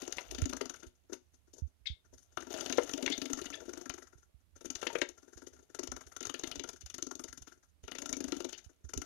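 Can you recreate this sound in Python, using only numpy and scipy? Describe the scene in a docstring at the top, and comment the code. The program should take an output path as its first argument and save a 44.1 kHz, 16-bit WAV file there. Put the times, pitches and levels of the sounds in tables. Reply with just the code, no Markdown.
"""Two small birds bathe in hooded plastic baths, heard almost only by the left microphone port.
Wings slap the water about 23 times a second, drops patter on the hoods, beaks and claws knock on the walls, a bird gives three hoarse calls.
The right port hears a faint share of this and low puffs of air."""
import sys
import numpy as np
from scipy import signal
from scipy.fft import rfft, irfft
from scipy.io import wavfile

SR = 44100
rng = np.random.default_rng(int(sys.argv[2]) if len(sys.argv) > 2 else 0)


def put_to_file(sound):
    """Save the sound as 16-bit audio at rate SR, in the file named by the first command-line argument."""
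    columns = np.atleast_2d(sound).T  # one column per channel
    safe = np.clip(columns, -1, 1)
    whole_steps = np.round(safe * 32767)
    wavfile.write(sys.argv[1], SR, whole_steps.astype(np.int16))


N = 399105

# wing on water, each slap gulping a pocket of air: (s, spray peak dB, plop dB, gulp dB, gulp pitch Hz)
SLAPS = [(0.0194, -34, -48, -41.5, 326), (0.0762, -32.5, -46.5, -41, 390), (0.1241, -25.5, -63, -52.5, 417),
         (0.168, -33, -56, -48, 357), (0.2074, -45, -59, -47.5, 552), (0.3117, -30.5, -51, -41, 385),
         (0.3466, -35.5, -48, -48, 384), (0.382, -34.5, -57, -39, 247), (0.417, -30.5, -48, -37, 247),
         (0.4554, -28, -46, -37, 257), (0.4943, -30.5, -56, -42.5, 261), (0.5297, -31.5, -36.5, -31, 244),
         (0.5686, -32, -46, -51, 252), (0.6105, -30, -36, -31.5, 394), (0.6544, -36, -51, -40, 240),
         (0.6958, -33, -48, -45, 377), (0.7402, -41.5, -52, -59, 541), (0.7607, -48, -72, -61, 401),
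         (0.7946, -54, -74, -62, 374), (0.83, -45.5, -54.5, -43, 334), (0.8669, -48.5, -76, -64, 354),
         (0.9532, -70, -89, -89, 326), (1.0959, -62, -65, -49, 340), (1.1218, -57, -56, -45, 335),
         (1.1298, -36.5, -48, -43.5, 363), (1.3374, -60, -71, -69, 276), (1.4745, -69, -75, -65, 347),
         (1.5349, -45.5, -74, -56, 360), (1.5653, -60, -75, -61, 466), (1.5813, -49, -67, -55, 453),
         (1.6716, -69, -84, -71, 222)] + [(2.0486, -66.5, -69.5, -70, 385), (2.1255, -66, -80, -52, 382), (2.1369, -56, -68, -67, 363),
                         (2.1788, -55, -70, -81, 370), (2.1993, -72, -90, -75, 219), (2.2257, -58.5, -78, -88, 412),
                         (2.323, -62, -72, -71, 383)] + [(2.3728, -33, -41, -44.5, 366), (2.4048, -42, -52.5, -52, 324), (2.4227, -46, -48, -45.5, 310),
                         (2.4681, -46.5, -51, -41.5, 380), (2.5045, -43, -54.5, -44, 347), (2.539, -35.5, -47.5, -42.5, 280),
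                         (2.5848, -39, -47.5, -43, 277), (2.6083, -27, -53, -44.5, 332), (2.6592, -30, -49, -40.5, 300),
                         (2.6971, -29.5, -43, -38, 256), (2.7235, -27.5, -42.5, -46.5, 275)] + [(2.772, -30.5, -59, -50, 285), (3.619, -73, -65, -44, 470), (3.68, -61, -67, -39.5, 334), (4.899, -51, -48.5, -37, 940)] + [(2.7818, -31.5, -28.5, -26, 420), (2.8108, -45, -55, -47, 294), (2.8332, -36, -58, -42, 277),
                         (2.8741, -44, -49, -57, 398), (2.8931, -33, -47, -44, 344), (2.9131, -39, -54, -43, 285),
                         (2.935, -25.5, -40, -33, 261), (2.9769, -29, -48.5, -42, 327), (3.0258, -27.5, -43, -32, 262),
                         (3.0622, -26, -53, -33, 283), (3.1001, -29, -54, -32.5, 282), (3.1221, -32, -56, -47, 401),
                         (3.1779, -31, -51, -36, 264), (3.2179, -29.5, -51, -36.5, 262), (3.2563, -32.5, -62, -38.5, 262),
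                         (3.2992, -37.5, -45, -34, 273), (3.3321, -21.5, -32, -41.5, 275), (3.3735, -37, -48, -42.5, 265),
                         (3.39, -36, -42, -46, 371), (3.4144, -35.5, -57, -42.5, 350), (3.4418, -42, -49, -52, 342),
                         (3.4563, -35.5, -50, -44, 245), (3.5022, -37.5, -47, -43.5, 259), (3.5346, -47, -53, -51, 301),
                         (3.5516, -42, -55, -65, 283), (3.604, -45.5, -56.5, -50, 382), (3.6534, -53, -64, -53, 308),
                         (3.6918, -45, -53, -43.5, 338), (3.7322, -38, -48.5, -46, 355), (3.7726, -37, -48.5, -43, 324),
                         (3.812, -42, -52, -47.5, 327), (3.8579, -39, -46, -42, 256), (3.8958, -25, -41, -41, 317),
                         (3.9382, -38, -49.5, -49.5, 357), (3.9801, -45, -45, -51, 345), (4.0225, -47.5, -54, -54.5, 346),
                         (4.0704, -56, -61.5, -71, 366), (4.1263, -61, -61.5, -58, 380), (4.1772, -60, -72, -70.5, 372),
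                         (4.2261, -64, -70, -77, 369), (4.4037, -75.5, -82, -83, 237), (4.5573, -61.5, -69, -66.5, 516),
                         (4.5623, -59.5, -72, -57.5, 353), (4.6082, -48, -63.5, -50.5, 406), (4.6456, -48, -52.5, -43.5, 338),
                         (4.6556, -34, -57, -43.5, 250), (4.702, -29, -47, -44.5, 246), (4.7534, -31, -51, -57, 417),
                         (4.8142, -39, -60, -54.5, 401), (4.8277, -38, -39, -43, 463), (4.8496, -45, -57, -56, 528),
                         (4.8681, -29.5, -37, -37, 407), (4.9285, -39.5, -59, -49, 404), (4.9519, -39.5, -35.5, -39, 377),
                         (4.9828, -38, -48, -47, 533), (5.0173, -27.5, -36, -33.5, 377), (5.0881, -37, -59, -52.5, 365),
                         (5.1759, -53, -60, -62, 440), (5.2268, -58, -68, -57.5, 263), (5.2777, -59.5, -65, -56, 358),
                         (5.3281, -54, -57.5, -59.5, 353), (5.373, -46.5, -56.5, -51.5, 345), (5.4194, -50, -54, -46, 360),
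                         (5.4692, -43.5, -56.5, -50, 350), (5.5321, -55, -65, -55.5, 355), (5.5625, -63, -66, -68, 371),
                         (5.588, -62.5, -65, -56.5, 350), (5.6244, -63.5, -84, -65, 366), (5.6977, -59.5, -65, -59, 357),
                         (5.7461, -37, -47.5, -50, 377), (5.7895, -31, -41, -39.5, 364), (5.8314, -32, -43.5, -43.5, 268),
                         (5.8728, -28.5, -44.5, -43, 355), (5.9172, -29.5, -38.5, -40.5, 252), (5.9636, -37, -46, -49.5, 374),
                         (6.0095, -44.5, -48.5, -51.5, 355), (6.0684, -48, -57, -60, 358), (6.1188, -46, -52.5, -64, 388),
                         (6.1637, -34.5, -46.5, -56, 367), (6.2076, -30.5, -50, -42.5, 345), (6.2275, -35, -51.5, -50, 332),
                         (6.2515, -33.5, -49, -52, 343), (6.2689, -31.5, -55, -50, 396), (6.2954, -33, -46, -46.5, 275),
                         (6.3408, -32, -45, -45.5, 350), (6.3931, -33.5, -56, -52, 396), (6.434, -30, -45, -39.5, 317),
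                         (6.4735, -32, -45, -49, 280), (6.5134, -29, -52.5, -47, 260), (6.5548, -35, -55, -46, 261),
                         (6.5957, -31.5, -63, -40.5, 282), (6.6381, -32.5, -43, -40.5, 397), (6.6755, -44, -58, -52, 455),
                         (6.6895, -31.5, -48.5, -53.5, 390), (6.7314, -42.5, -57, -51.5, 388), (6.7618, -48, -61, -84, 409),
                         (6.8107, -43, -62, -80, 275), (6.8606, -38, -57.5, -84, 598), (6.899, -38, -57, -70, 354),
                         (6.9414, -30, -54, -48.5, 290), (6.9823, -31, -50, -47, 343), (7.0237, -31, -49, -43.5, 320),
                         (7.0666, -35.5, -55.5, -43.5, 272), (7.1115, -35.5, -44, -46, 283), (7.1524, -37, -68, -49, 282),
                         (7.1943, -35, -44, -43.5, 287), (7.2397, -31.5, -50, -41.5, 316), (7.2801, -43, -50, -83, 358),
                         (7.3275, -37, -50, -57.5, 273), (7.3754, -38, -58.5, -59, 275), (7.4208, -41.5, -56, -70, 342),
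                         (7.4727, -47, -48.5, -53.5, 280), (7.5201, -55, -58, -60, 352), (7.573, -69.5, -78, -72, 361),
                         (7.6303, -61.5, -66, -81, 272), (7.6852, -74, -85, -87, 332), (7.8354, -55, -74.5, -55, 374),
                         (7.8778, -42.5, -46.5, -46.5, 405), (7.9157, -36.5, -43, -44.5, 234), (7.9501, -38.5, -48.5, -45, 390),
                         (7.9845, -34, -47.5, -50, 253), (8.0199, -30, -51, -45, 257), (8.0574, -29.5, -52, -49, 250),
                         (8.0918, -32, -47, -44.5, 250), (8.1277, -24.5, -40.5, -43.5, 250), (8.1666, -32.5, -61, -37.5, 264),
                         (8.2045, -29, -48, -36, 266), (8.2424, -30.5, -42, -37, 252), (8.2814, -37.5, -46, -43, 270),
                         (8.3208, -31, -44, -30.5, 275), (8.3642, -39, -56, -42, 242), (8.4026, -33, -53.5, -38.5, 360),
                         (8.444, -34, -51, -32.5, 355), (8.4899, -39, -55, -56, 410), (8.5263, -39, -54, -51, 375),
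                         (8.5792, -44, -55, -65, 348), (8.6415, -51, -72.5, -76, 409), (8.6944, -62.5, -69, -60, 393),
                         (8.8446, -56.5, -66.5, -59.5, 371), (8.8925, -43.5, -55, -56.5, 368), (8.9364, -26, -43.5, -44.5, 370),
                         (8.9758, -25.5, -42, -41, 272), (9.0167, -28.5, -47.5, -49.5, 275)]
# water in the baths: (s, drops on the hood dB, sloshing dB, share of splash in a slap dB)
SPRAY = [(0.0, -53, -71, -2), (0.63, -61, -54.5, 8.5), (0.93, -85, -91, 6), (1.97, -93.5, -88, -19.5),
         (2.42, -74, -92, 0.1), (2.54, -46.5, -44.5, 8), (2.7, -49.5, -52.5, -0.5), (3.12, -54, -51.5, 6.3),
         (3.93, -66.5, -69.5, -1.4), (4.21, -93, -92.5, -8.2), (4.59, -93.5, -85.5, 8.7), (4.76, -59.5, -62, 7),
         (4.91, -58, -57.5, 14.8), (5.14, -75, -84, -2), (5.64, -79.5, -82, -0.7), (6.23, -71, -74, 0.5),
         (6.37, -58.5, -59, 7.2), (6.55, -59, -48.5, 6.2), (6.73, -84, -83.5, 5), (6.93, -89, -79, 3.5),
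         (7.13, -70, -63.5, -3.5), (7.66, -96.5, -95, -1.7), (7.89, -92, -80.5, 17), (8.04, -61.5, -51.5, -0.5),
         (8.37, -57.5, -60.5, 4.8), (8.64, -74, -92, 10.7), (8.9, -93, -83, -9), (9.05, -57, -60, -10.5)]
# beak or claw on the wall: (s, peak dB, pitch of the contact Hz, crack dB against the peak)
KNOCKS = [(0.184, -24.5, 2420, -6), (0.534, -33.5, 1320, -12), (2.374, -30.5, 1380, -10), (2.783, -12, 488, -24), (3.078, -25, 2190, -12.5),
          (4.829, -30.5, 460, 2.5), (4.868, -27, 460, 4.5), (4.955, -24, 480, 2), (4.961, -29, 405, 1), (5.017, -20, 2750, 5.5)]
WALL = [(567, -10, 0.097), (976, -15.5, 0.087), (1385, -12.5, 0.02), (2182, 2.5, 0.026), (2720, 1, 0.13),
        (3650, -4, 0.11), (4463, -38.5, 0.034)]   # (Hz, dB, t60 s)
# hoarse calls: (s, pitch Hz, level dB, lower throat tone dB against the pitch)
VOICE = [[(1.853, 1520, -82, -6), (1.859, 2570, -40, 5), (1.866, 4235, -38.5, -14.5), (1.873, 3650, -27, -9.5), (1.883, 3140, -42.5, -12), (1.9, 3520, -47.5, -27.5), (1.94, 3680, -65.5, -6)],
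         [(3.109, 2350, -50, -23.5), (3.117, 3080, -37, -19), (3.127, 3570, -27.5, -16.5), (3.142, 3650, -35.5, -6), (3.165, 3600, -53, -20.5), (3.175, 3600, -55, -15)],
         [(3.526, 2090, -44, -14.5), (3.537, 2900, -41.5, -5), (3.545, 3600, -35.5, 0), (3.553, 2900, -52, -10), (3.565, 2600, -54, 0)]]
# air puffs on the right port: (s, peak dB, length s)
PUFFS = [(0.26, -50.5, 0.059), (0.297, -44.5, 0.21), (0.422, -20, 0.021), (0.865, -44.5, 0.019), (1.62, -27.5, 0.036),
         (1.808, -54, 0.053), (1.9, -32.5, 0.027), (4.155, -47, 0.0067), (4.343, -46.5, 0.017), (5.358, -47, 0.015),
         (5.885, -42.5, 0.03), (5.933, -47, 0.038), (6.062, -49, 0.018), (6.57, -45, 0.029), (6.835, -42.5, 0.028),
         (7.287, -50.5, 0.03), (7.411, -47, 0.019), (7.834, -42.5, 0.021), (8.095, -53, 0.064), (8.27, -52, 0.053),
         (8.662, -43, 0.015), (8.842, -38, 0.031), (8.964, -33.5, 0.03)]
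# smooth colour of hood and microphone: (Hz, dB)
COLOUR = [(700, 1.5), (1000, -13), (1600, -12), (2500, -12), (4000, -9.5), (5300, -11.5), (7200, -13), (8000, -20.5), (10000, -20.5), (14500, -16), (16000, -56.5)]
# air resonances of the hood and the port: (Hz, width Hz, dB lift)
HOOD = [(1380, 150, 11), (1510, 87, 0.5), (2900, 470, 8), (3600, 280, 6), (4750, 66, 3), (6196, 1025, 13), (6764, 330, 6.5), (8900, 540, 7), (9700, 160, 9)]
# hollow of the bath: (Hz, dB, t60 s)
HOLLOW = [(250, -8, 0.23), (266.9, 2, 0.14), (355, 0, 0.12), (404.3, 1.5, 0.058), (470, -4, 0.063), (550.7, -5.5, 0.08), (640.7, 0, 0.067), (818, -15, 0.16), (926.5, 0, 0.11), (1040, -10, .025)]
LEAK = [(100, -41), (400, -33.5), (700, -29.5), (2300, -18.5), (4000, -27.5), (7000, -42.5), (14000, -42.5)]   # left sound at the right port (Hz, dB)
AIR_LEFT = [(12, -45.5), (20, -10.5), (84, -3.5), (398, -25), (966, -30.5), (1420, -25.5), (2040, -15.5), (6530, -23.5),
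            (12000, -14), (15000, -49)]   # (Hz, dB per Hz)
AIR_RIGHT = [(20, -20.5), (45, -6.5), (75, 7.5), (120, -13.5), (180, -18), (400, -25.5), (1500, -31), (5000, -35), (12000, -40), (15000, -43)]   # (Hz, dB per Hz)
AIR_LEFT_DB, AIR_RIGHT_DB = -83, -67.5
ROOM_T60_S, ROOM_DB = 0.2, -10
CUTOFF_HZ = 16300   # fixed
SIZE = 2 ** 19   # fixed
TICKS = [(.442, -12), (2.596, -26), (2.697, -36), (2.728, -38)]   # ticks close to the right port: (s, dB)  # fixed
THROAT_HZ = [2160, 2120, 1750]   # lower tone of each call
FIRM_DB = -32   # fixed
FIRM_LENGTH_S, LENGTH_FOLLOWS = 0.0082, 0.45   # weaker slaps last longer
PEAK_AFTER = 0.17   # lengths from onset to peak
SPLASH_FOLLOWS, SPLASH_VARIES_DB = 1.45, 4.5   # dB per dB of spray; chance from slap to slap
SOFT_BELOW_DB = 11   # this far under a firm slap the plop is only a higher, hollow blip
MIST_SPREAD_DB = 3.5   # fixed
PUFF_HZ, PUFF_HZ_PER_DB = 64.5, 0.51   # at -40.5 dB; harder puffs swing faster
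MIST_FOLLOWS = 0.88   # dB per dB of spray
LENGTH_VARIES_DB, RAGGED_S = 2.0, 0.001   # each size of droplet has its own length and moment  # fixed


def amp(db):
    return 10 ** (np.asarray(db) / 20)


def rms_one(x):
    return x / np.sqrt(np.mean(x ** 2) + 1e-20)


def in_time(rows):
    s, *columns = np.transpose(rows)
    return [np.interp(np.arange(N) / SR, s, c) for c in columns]


def colour(x, points, lifts=()):
    """Causal (minimum-phase) filter from a spectrum and a few resonant lifts."""
    hz = np.maximum(np.fft.rfftfreq(SIZE, 1 / SR), 1)
    db = np.interp(np.log(hz), np.log(np.array(points)[:, 0]), np.array(points)[:, 1])
    for top_hz, width_hz, lift_db in lifts:
        db = db + lift_db / (1 + (2 * (hz - top_hz) / width_hz) ** 2)
    cepstrum = irfft(db * np.log(10) / 20)
    cepstrum[1:SIZE // 2] *= 2
    cepstrum[SIZE // 2 + 1:] = 0
    return irfft(rfft(x, SIZE) * np.exp(rfft(cepstrum)))[:N]


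def band(x, low_hz, high_hz):
    return signal.sosfilt(signal.butter(2, [low_hz, high_hz], "band", fs=SR, output="sos"), x + 1e-18)


def ring(clicks, hz, t60):
    """A unit click sets a sine of height 1 ringing."""
    r, w = amp(-60 / (max(t60, .003) * SR)), 2 * np.pi * hz / SR
    return signal.lfilter([0, np.sin(w)], [1, -2 * r * np.cos(w), r * r], clicks + 1e-18)


def drift(rate):
    """Low-passed chance of spread 1, wandering at the given rate."""
    r = np.exp(-2 * np.pi * rate / SR)
    return rms_one(signal.lfilter([1], [1, -2 * r, r * r], rng.standard_normal(N + SR))[SR:])


def grains(per_s, spread_db):
    """Random clicks of uneven size, rms 1."""
    sizes = amp(spread_db * np.minimum(rng.exponential(1, N), 5)) * rng.choice([-1, 1], N)
    return rms_one(sizes * (rng.random(N) < per_s / SR))


def bursts(levels_db, rise, fall):
    """Every slap swells to its peak and dies away, both in proportion to its length."""
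    out, t = np.zeros(N + SR), np.arange(-SR // 20, SR // 10) / SR
    for row, db, (vary, late) in zip(SLAPS, levels_db, rng.standard_normal((len(SLAPS), 2))):
        length = np.clip(FIRM_LENGTH_S * amp(LENGTH_FOLLOWS * (FIRM_DB - row[1]) + LENGTH_VARIES_DB * vary), .002, .03)
        i = round((row[0] + PEAK_AFTER * length + RAGGED_S * late) * SR)
        out[i:i + len(t)] += amp(db) * np.where(t < 0, np.exp(-(t / (rise * length)) ** 2), np.exp(-t / (fall * length)))
    return out[SR // 20:][:N]


def hollow(push):
    """The air and walls of the bath ring in a few low modes, neighbours of opposite sign."""
    return sum((-1) ** k * amp(db) * ring(push, hz, t60) for k, (hz, db, t60) in enumerate(HOLLOW))


def water():
    """Slaps are bursts of droplets of three sizes; loose drops and sloshing fill the gaps."""
    _, spray_db, plop_db, _, _ = np.transpose(SLAPS)
    drops_db, slosh_db, share_db = in_time(SPRAY)
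    soft = np.clip((FIRM_DB - spray_db) / SOFT_BELOW_DB, .01, .9)   # fixed
    splash_db = SPLASH_FOLLOWS * (spray_db - FIRM_DB) + SPLASH_VARIES_DB * rng.standard_normal(len(SLAPS))
    spray = droplets(bursts(spray_db + 15.5, 0.24, 0.42), 4850, 7670, 9000, 15.0)
    mist = band(grains(14000, MIST_SPREAD_DB) * bursts(MIST_FOLLOWS * (spray_db - FIRM_DB) - 25, 0.25, 0.8), 8800, 12000)   # too fine to ring
    splash = droplets(amp(share_db) * bursts(splash_db - 23, 0.13, 0.67), 1785, 4960, 2500, 23.0)
    plop = droplets(bursts(plop_db + 29 + 10 * np.log10(1 - soft), 0.23, 0.45), 1000, 2270, 1800, 17.0)
    blip = droplets(bursts(plop_db + 27 + 10 * np.log10(soft), 0.25, 0.14), 1483, 1800, 2500, 14.0, count=4)
    drops = droplets(amp(drops_db + 22 + 2.0 * drift(25)), 700, 15000, 3300, 9.3, count=20)
    slosh = amp(slosh_db - 28 + 7.1 * drift(45)) * band(rng.standard_normal(N), 240, 640)
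    gurgle = droplets(amp(slosh_db + 2.5 + 3.0 * drift(12)), 600, 1900, 120, 16.0)   # bubbles burst here and there
    swell = band(rng.standard_normal(N) * bursts(spray_db + 0.3, 0.44, 1.0), 17, 150)   # the wing pushes air at the port
    return colour(mist + spray + splash + plop + blip + drops + gurgle, COLOUR, HOOD) + band(hollow(slosh) + gulps(), 250, 3000) + swell


def knocks():
    """A contact pulse and a rattle that dies away strike the wall modes; a soft contact leaves the high ones alone."""
    out, t = np.zeros(N + SR), np.arange(SR // 8) / SR
    chance = rng.normal(0, 3, (len(KNOCKS), len(WALL)))   # fixed
    for (s, db, hz, crack_db), vary_db in zip(KNOCKS, chance):
        shape = np.sin(2 * np.pi * hz * t) * amp(-60 * t * hz / 12)
        shape += band(rng.standard_normal(len(t)) * amp(-7 - 60 * t / 0.052), 0.32 * hz, 1.6 * hz)
        shape += band(rng.standard_normal(len(t)) * amp(crack_db - 60 * t / 0.024), 1700, 3100)
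        for (mode_hz, mode_db, t60), v in zip(WALL, vary_db):
            reach = 1 / (1 + (mode_hz / (0.87 * hz)) ** 4)
            shape += reach * amp(mode_db + v - 8.5 - 60 * t / min(t60, .06)) * np.sin(2 * np.pi * mode_hz * t)
        i = round(s * SR)
        out[i:i + len(t)] += amp(db + 6.0) * shape
    return band(out[:N], 340, 9000)


def calls():
    """A rough tone inside a breathy band that follows the pitch, with a little of its octave and a lower steady throat tone."""
    out, t = np.zeros(N), np.arange(N) / SR
    waver, flutter = 0.01 * drift(300), amp(1.93 * drift(200))
    breath = rms_one(band(rng.standard_normal(N), 52, 600))
    hiss = rms_one(band(rng.standard_normal(N), 3100, 5200))
    for rows, throat_hz in zip(VOICE, THROAT_HZ):
        hz, db, throat_db = in_time(rows)
        turn = 2 * np.pi * np.cumsum(hz * (1 + waver)) / SR
        tone = (flutter + 0.54 * breath) * (np.sin(turn) + 0.048 * np.sin(2 * turn))
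        throat = amp(throat_db) * (0.99 * flutter + 0.42 * breath) * np.sin(2 * np.pi * throat_hz * t)
        out += (tone + throat + 0.35 * hiss) * amp(db) * ((t > rows[0][0]) & (t < rows[-1][0]))
    return band(band(out, 1400, 7800), 1400, 7800)


def puffs():
    """Each puff swings the membrane a few times, falling in pitch, and stops."""
    out, ticks = np.zeros(N + SR), np.zeros(N)
    for s, db, length in PUFFS:
        t = np.arange(0, 1.5 * length, 1 / SR)
        turn = 2 * np.pi * (PUFF_HZ + PUFF_HZ_PER_DB * (db + 40.5)) * (t + 0.0029 * (1 - np.exp(-t / 0.004)))
        swing = np.sin(np.pi * (t / (1.5 * length)) ** 0.32) ** 0.63
        i = round(s * SR)
        out[i:i + len(t)] -= amp(db) * swing * np.sin(turn)
    for s, db in TICKS:
        ticks[round(s * SR)] = amp(db)
    return band(out[:N], 28, 320) + band(ticks, 1300, 4000)


def room(x):
    """A short dull tail of dying noise."""
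    t = np.arange(SR // 2) / SR
    tail = rng.standard_normal(len(t)) * amp(-60 * t / ROOM_T60_S) * (t > .004)
    tail = band(tail / np.sqrt(np.sum(tail ** 2)), 210, 6300)
    return irfft(rfft(x, SIZE) * rfft(tail, SIZE))[:N]


def gulps():
    """A pocket of air rings briefly, rising in pitch, and sets the nearest modes of the hollow going."""
    out, t = np.zeros(N + SR), np.arange(SR // 8) / SR
    hollow_hz, hollow_db, t60 = np.transpose(HOLLOW)[:, :, None]
    chance = rng.standard_normal((len(SLAPS), 2, len(HOLLOW), 1))
    for (s, _, _, db, hz), (vary, turn) in zip(SLAPS, chance):
        pocket = np.sin(2 * np.pi * hz * t * (1 + 3.1 * t)) * amp(-60 * t * hz / 15)
        reach_db = -12 * np.abs(np.log2(hollow_hz / hz))
        modes = amp(hollow_db + reach_db + 2.04 * vary - 5 - 60 * t / t60) * np.sin(2 * np.pi * hollow_hz * t + 1.87 * turn)
        i = round(s * SR)
        out[i:i + len(t)] += amp(db + 10) * (pocket + modes.sum(axis=0)) * (1 - np.exp(-(t / 0.0024) ** 2))
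    return out[:N]


def droplets(strength, low_hz, high_hz, per_s, cycles, count=14):
    """Each droplet rings a few cycles at a pitch of its own, so every slap has other peaks."""
    clicks, dealt = strength * grains(per_s, 3.32), rng.integers(0, count, N)
    pitches = np.geomspace(low_hz, high_hz, count)
    rings = sum(np.sqrt(hz / (cycles * SR)) * ring(clicks * (dealt == k), hz, cycles / hz) for k, hz in enumerate(pitches))
    edges = 0.5 * low_hz, min(1.49 * high_hz, .45 * SR)
    return band(band(rings, *edges), *edges)


def scene():
    splashes, blows, voice = water(), knocks(), calls()
    left = splashes + blows + voice + amp(ROOM_DB) * room(splashes + blows + amp(2.5) * voice)
    through = amp(-7.5) * splashes + blows   # blows travel through the table, the splashes only through the air
    right = colour(through + 0.26 * room(through), LEAK) + puffs()
    air_left = amp(AIR_LEFT_DB) * rms_one(colour(rng.standard_normal(N), AIR_LEFT))
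    air_right = amp(AIR_RIGHT_DB + 2.5 * drift(2.7)) * rms_one(colour(rng.standard_normal(N), AIR_RIGHT[:5] + [(400, -68.5)]))
    hiss_right = amp(AIR_RIGHT_DB - 9.5) * rms_one(colour(rng.standard_normal(N), AIR_RIGHT[4:]))
    return np.array([left + air_left, right + air_right + hiss_right])


def record(dry):
    """The top is cut."""
    return signal.sosfilt(signal.cheby2(20, 70, CUTOFF_HZ, fs=SR, output="sos"), dry)


dry = scene()
out = record(dry)
put_to_file(out)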